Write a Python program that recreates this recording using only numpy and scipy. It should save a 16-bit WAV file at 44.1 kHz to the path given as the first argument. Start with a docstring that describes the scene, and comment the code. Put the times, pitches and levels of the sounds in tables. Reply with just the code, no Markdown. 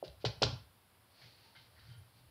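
"""Three slaps of a slowly turning ceiling fan's wooden, cane-inlaid blades against a hand in a quiet bedroom.
Each slap is damped thud and snap pulses plus cane rattle, random clicks shaped by a spectrum.
Thuds ring the blade modes, the fan shudders on its mount, and decaying noise gives a brief room tail.
Then the arm rustles and the pull chain, caught and let go, ticks into small metal modes.
Low house rumble and microphone hiss are filtered noise."""
import sys
import numpy as np
from scipy import signal
from scipy.fft import rfft, irfft
from scipy.io import wavfile
from scipy.ndimage import uniform_filter1d

SR = 44100
rng = np.random.default_rng(int(sys.argv[2]) if len(sys.argv) > 2 else 0)


def transcribe(u):
    """Save the signal u as a 16-bit wav file named by the first command-line argument.

    u: samples, shape (n,) or (channels, n), limited to [-1, 1]; the rate is SR.
    q: integer samples, one column per channel.
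    """
    v = np.clip(np.atleast_2d(u).T, -1, 1)
    q = np.round(v * 32767).astype(np.int16)
    wavfile.write(sys.argv[1], SR, q)


N = 101430

# Flesh meets blade. Each row: start in seconds, level in dB, pitch in Hz, blade ring in dB, swell in cycles.
THUDS = [(0.0263, -30, 602, -19.5, 1.1), (0.0328, -41, 387, -13, 1.84), (0.2429, -24.5, 452, -21, 0.85),
         (.2505, -27.5, 740, -13.5, 0.84), (.4160, -47, 513, 2, 0.56), (0.4183, -20, 491, -8, 0.83),
         (0.4284, -18, 786, -8, 0.63), (0.4309, -26, 1380, -19, 1.8), (.4350, -32.5, 256, -4.5, 0.7)]


def amp(db):
    """Converts dB to linear gain."""
    return 10 ** (np.asarray(db) / 20)


def rms_one(x):
    """Scales a signal to rms 1."""
    return x / np.sqrt(np.mean(x ** 2) + 1e-20)


def lowpass(x, top_hz):
    """Sixth-order treble loss above top_hz."""
    return signal.sosfilt(signal.butter(6, top_hz, fs=SR, output="sos"), x)


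def at_hz(points, hz):
    """Reads a (Hz, value) curve on a log-frequency axis."""
    points_hz, values = np.array(points).T
    return np.interp(np.log(np.maximum(hz, 1)), np.log(points_hz), values)


def level(rows):
    """Gain along a (seconds, dB) curve."""
    return amp(np.interp(np.arange(N) / SR, *np.transpose(rows)))


def colour(x, spectrum):
    """Shapes a noise by a (Hz, dB) spectrum; rms 1."""
    gain = amp(at_hz(spectrum, np.fft.rfftfreq(N, 1 / SR)))
    return rms_one(irfft(rfft(x) * gain, N))


def ring(x, hz, t60_s):
    """Two-pole resonator: a unit click starts a decaying sine of height 1."""
    radius = amp(-60 / (t60_s * SR))
    angle = 2 * np.pi * hz / SR
    return signal.lfilter([0, np.sin(angle)], [1, -2 * radius * np.cos(angle), radius ** 2], x + 1e-18)


def swells(rows):
    """Sum of envelopes (start s, dB, rise s, t60 s): linear rise, exponential decay."""
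    t = np.arange(N) / SR
    total = 0
    for start_s, db, rise_s, t60_s in rows:
        decay = amp(db - 60 * np.maximum(t - start_s - rise_s, 0) / t60_s)
        total = total + decay * np.clip((t - start_s) / rise_s, 0, 1)
    return total


def grains(per_s, spread_db):
    """Random clicks of uneven size and random sign; rms 1."""
    sizes = amp(spread_db * np.minimum(rng.exponential(1, N), 4)) * rng.choice([-1, 1], N)
    return rms_one(sizes * (rng.random(N) < per_s / SR))


def favour(hz, favoured_hz):
    """Change in dB of a mode, falling with its distance from the favoured pitch."""
    db_per_octave = 31.5
    return -db_per_octave * abs(np.log2(hz / favoured_hz))


def add_pulse(out, start_s, db, hz, cycles, grit_db=-90):
    """Adds a heavily damped contact: a gritty sine that peaks after some cycles and dies."""
    turn = np.arange(int(.03 * SR)) * hz / SR
    shape = (turn / cycles) ** 2 * np.exp(2 - 2 * turn / cycles)
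    wave = -np.sin(2 * np.pi * turn) + amp(grit_db) * rng.standard_normal(len(turn))
    i = int(start_s * SR)
    out[i:i + len(turn)] += amp(db) * shape * wave


def slaps():
    """Damped thuds and snaps, their top dulled by soft skin, with clicks of the cane rattling."""
    # Fingers and fittings. Each row: start in seconds, level in dB, pitch in Hz.
    snaps = [(.0488, -47, 4300), (.0797, -42, 4000), (.0812, -47, 3800), (.0995, -55, 3500),
             (.2500, -33, 3300), (.2522, -32, 4600), (.2542, -31, 3800), (.2578, -34, 4800),
             (.2627, -23, 4400), (.2725, -35, 4800), (.4209, -25, 2800), (.4230, -22, 4600),
             (.4240, -17, 5100), (.4249, -22, 4600), (.4329, -15, 3400), (.4340, -21, 4300),
             (.4386, -17, 4500), (.5460, -45, 4500)]
    # Cane rattling or brushing the fingers. Each row: start in seconds, level in dB, rise in s, t60 in s.
    rattles = [(.034, -56.5, 0.017, .2), (.195, -62, 0.028, 0.18), (.247, -34.5, 0.0064, .1),
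               (.405, -60, 0.015, .05), (.420, -31.5, 0.012, .1)]
    # Rattle spectrum. Each row: frequency in Hz, density in dB per Hz.
    rattle_spectrum = [(530, -10), (900, -7.5), (1180, -20), (1340, -1.5), (1780, -8), (2910, -1),
                       (3230, -3), (4760, 1), (6940, -23), (11000, -39.5), (14300, -67.5), (22000, -120)]
    snap_swell_cycles, snap_grit_db = 1.47, -12.5
    contact_top_hz = 7520
    rattle_per_s, rattle_spread_db = 9000, -1

    contacts = np.zeros(N)
    for start_s, db, hz, _, cycles in THUDS:
        add_pulse(contacts, start_s, db, hz, cycles)
    for start_s, db, hz in snaps:
        add_pulse(contacts, start_s, db, hz, snap_swell_cycles, snap_grit_db)
    contacts = lowpass(contacts + 1e-18, contact_top_hz)
    cane = colour(grains(rattle_per_s, rattle_spread_db), rattle_spectrum)
    return contacts + swells(rattles) * cane


def blade_boom():
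    """Every thud rings the blade modes, most strongly those near its pitch."""
    # Blade modes. Each row: frequency in Hz, level in dB, t60 in s.
    blade_modes = [(236, -6.5, 0.32), (296.3, -13, 0.31), (350, -40, 0.087), (413, -9, .24),
                   (449, -13, .24), (541, -11, .18), (661, -13, 0.13), (734, -39, 0.31), (880, -13, 0.077),
                   (1043, -10, 0.35), (1274, -18, 0.19), (1470, -21, 0.12)]
    favour_share = .4

    out = np.zeros(N)
    for hz, mode_db, t60_s in blade_modes:
        clicks = np.zeros(N)
        for start_s, db, thud_hz, ring_db, _ in THUDS:
            click_db = db + ring_db + mode_db + favour_share * favour(hz, thud_hz)
            clicks[int(start_s * SR)] = amp(click_db)
        out += ring(uniform_filter1d(clicks, size=15), hz, t60_s)
    return out


def mount_shudder():
    """The whole fan shudders on its mount: low modes build up, then decay."""
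    # Each row: start in seconds, level in dB, rise in s, favoured pitch in Hz, share of the free ring time.
    shudders = [(0.053, -52, 0.018, 140, 0.64), (0.073, -50.5, 0.023, 70, 0.67),
                (.255, -29.5, 0.016, 125.7, 0.37), (0.261, -48.5, .03, 66, .6),
                (0.332, -56, 0.024, 129, 1.01), (.425, -31, 0.02, 115.7, 0.63),
                (0.429, -44, 0.033, 66, 0.71), (.49, -43, 0.051, 124.7, .5), (.58, -52, 0.043, 90, 0.31),
                (1.219, -58.5, 0.021, 120, 0.96), (1.56, -60.5, 0.021, 125, 0.57),
                (1.849, -53.5, 0.047, 122.4, 1.9), (1.951, -50, 0.059, 93.5, 0.15),
                (2.191, -59, 0.042, 110, .8)]
    # Modes of fan and ceiling. Each row: frequency in Hz, level in dB, free t60 in s.
    mount_modes = [(65.7, 2, 0.51), (94.3, 1, 0.83), (119.2, 3.5, 0.34), (136.3, 2.5, 0.22),
                   (163.4, 4.5, 0.25)]

    out, t = np.zeros(N), np.arange(N) / SR
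    for start_s, db, rise_s, favoured_hz, share in shudders:
        for hz, mode_db, t60_s in mount_modes:
            mode_level_db = db + mode_db + favour(hz, favoured_hz)
            envelope = swells([(start_s, mode_level_db, rise_s, share * t60_s)])
            out += envelope * np.sin(2 * np.pi * hz * (t - start_s))
    return out


def chain():
    """Beads tick unevenly, dry and into small metal modes."""
    # Chain disturbances. Each row: start in seconds, level in dB, rise in s, t60 in s,
    # favoured pitch in Hz, dry ticks in dB relative to the level.
    moves = [(1.214, -64.5, 0.008, 0.27, 2070, 0.5), (1.429, -73.5, 0.017, 1, 900, -7),
             (1.549, -58, 0.0022, 0.17, 1620, -7), (1.557, -61.5, 0.0044, 0.3, 2310, -11),
             (1.553, -67, .004, 0.42, 3700, 2.5), (1.76, -65, .01, 0.91, 1690, -3.5),
             (1.79, -59, 0.0048, 0.1, 4140, -9), (1.88, -66, 0.034, 0.26, 1320, -19),
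             (1.875, -64.5, 0.058, 0.35, 3340, -19), (1.916, -64, .01, 0.069, 4550, -2),
             (1.95, -70.5, 0.026, .4, 9600, -15)]
    # Modes of chain and switch housing. Each row: frequency in Hz, level in dB, t60 in s.
    chain_modes = [(911, 5, 0.075), (1414, -3.5, 0.13), (1566, -4, 0.041), (1960, -11, 0.066),
                   (2110, 0, 0.058), (2953, -2, 0.07), (3130, 1, 0.064), (3940, -5.5, 0.07),
                   (4600, -3.5, .08), (9910, -0.5, 0.13)]
    ticks_per_s, spread_db = 700, 2.5
    dry_top_hz, bead_cycles = 5600, 5.1  # bead_cycles: t60 in periods

    out = np.zeros(N)
    for hz, mode_db, t60_s in chain_modes:
        push = swells([(start_s, db + mode_db + favour(hz, favoured_hz), rise_s, fade_s)
                       for start_s, db, rise_s, fade_s, favoured_hz, _ in moves])
        struck = ring(push * grains(ticks_per_s, spread_db), hz, t60_s)
        out += struck / np.sqrt(t60_s * SR / 14)  # offsets the build-up of long rings
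    for start_s, db, rise_s, fade_s, hz, dry_db in moves:
        ticks = np.diff(lowpass(grains(3000, 3.2), dry_top_hz), prepend=0)
        for _ in range(2):
            ticks = ring(ticks, hz, bead_cycles / hz)
        out += swells([(start_s, db + dry_db, rise_s, fade_s)]) * rms_one(ticks)
    return out


def room(x):
    """Diffuse tail: bands of noise, each with its own decay, convolved with the sound."""
    # Reverberation. Each row: frequency in Hz, t60 in s.
    room_t60 = [(100, 0.36), (400, 0.28), (1500, 0.4), (4000, 0.34), (6500, 0.35), (10000, 0.067)]
    tail_db, start_s = -11.5, 0.0033

    t = np.arange(SR // 2) / SR
    edges_hz = 70 * 2 ** np.arange(0, 8.1, .5)
    white = rng.standard_normal((2, len(t)))  # neighbouring bands draw on different noises
    tail = 0
    for k, (low_hz, high_hz) in enumerate(zip(edges_hz, edges_hz[1:])):
        sos = signal.butter(2, [low_hz, high_hz], "band", fs=SR, output="sos")
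        t60_s = at_hz(room_t60, np.sqrt(low_hz * high_hz))
        tail = tail + signal.sosfilt(sos, white[k % 2]) * amp(-60 * t / t60_s)
    tail = tail * np.clip(t / start_s - 1, 0, 1)  # silent until start_s, full at twice that
    return amp(tail_db) * signal.fftconvolve(x, tail / np.sqrt(np.sum(tail ** 2)))[:N]


def rustle():
    """Sleeve and hand moving: dense random clicks under a level curve and a spectrum."""
    # Each row: time in seconds, level in dB.
    rustle_level = [(1.0, -105), (1.086, -89), (1.104, -76.5), (1.238, -60), (1.368, -68.5), (1.488, -66),
                    (1.546, -73), (1.564, -66), (1.68, -70.5), (1.684, -77.5), (1.89, -66), (1.994, -78),
                    (2.14, -78), (2.176, -71), (2.296, -82), (2.3, -99)]
    # Each row: frequency in Hz, density in dB per Hz.
    rustle_spectrum = [(120, -14), (200, -6.5), (421, -7.5), (542, -6), (629, -5), (1110, -11.5),
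                       (2040, -5.5), (3690, -4.5), (4480, 2.5), (7000, -24.5), (9100, -49), (15400, -120)]
    return level(rustle_level) * colour(grains(6000, 0.83), rustle_spectrum)


def rumble():
    """Low house rumble: noise in a few low room resonances."""
    # Each row: time in seconds, level in dB.
    rumble_level = [(0.0, -73), (0.13, -72), (0.43, -53.5), (0.48, -52), (0.61, -61.5), (0.79, -75),
                    (0.9, -74), (1.24, -74), (1.67, -70.5), (1.91, -61.5), (2.02, -68.5), (2.3, -66)]
    # Resonances. Each row: frequency in Hz, nominal width in Hz, level in dB.
    resonances = [(72, 23, -8), (97, 33, 4), (123, 65, -1), (152, 56, -9)]

    white = rng.standard_normal(N)
    low = np.zeros(N)
    for k, (hz, width_hz, db) in enumerate(resonances):
        low += (-1) ** k * amp(db) * rms_one(ring(white, hz, 1.4 / width_hz))
    return level(rumble_level) * rms_one(low)


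def noise_floor():
    """Room tone and microphone hiss: steady noise shaped by a spectrum."""
    # Each row: frequency in Hz, density in dB per Hz.
    floor_spectrum = [(25, -64), (60, -15), (150, -3), (300, -8), (950, -7.5), (2000, -14), (3700, -14.5),
                      (5000, -17), (6300, -28.5), (8000, -23.5), (10000, -16.5), (13000, -19.5),
                      (16000, -20)]
    floor_db = -68.5
    return amp(floor_db) * colour(rng.standard_normal(N), floor_spectrum)


def scene():
    """Slaps and chain excite the room; the other layers are added dry."""
    near = slaps() + chain()
    fan = blade_boom() + mount_shudder()
    return (near + room(near) + fan + rustle() + rumble() + noise_floor())[None]


def record(dry):
    """The microphone loses the deepest bass; the top is cut steeply."""
    mic_low_hz, cutoff_hz = 43.6, 16000
    dry = signal.sosfilt(signal.butter(2, mic_low_hz, "high", fs=SR, output="sos"), dry)
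    return signal.sosfilt(signal.cheby2(20, 60, cutoff_hz, fs=SR, output="sos"), dry)


dry = scene()
out = record(dry)
transcribe(out)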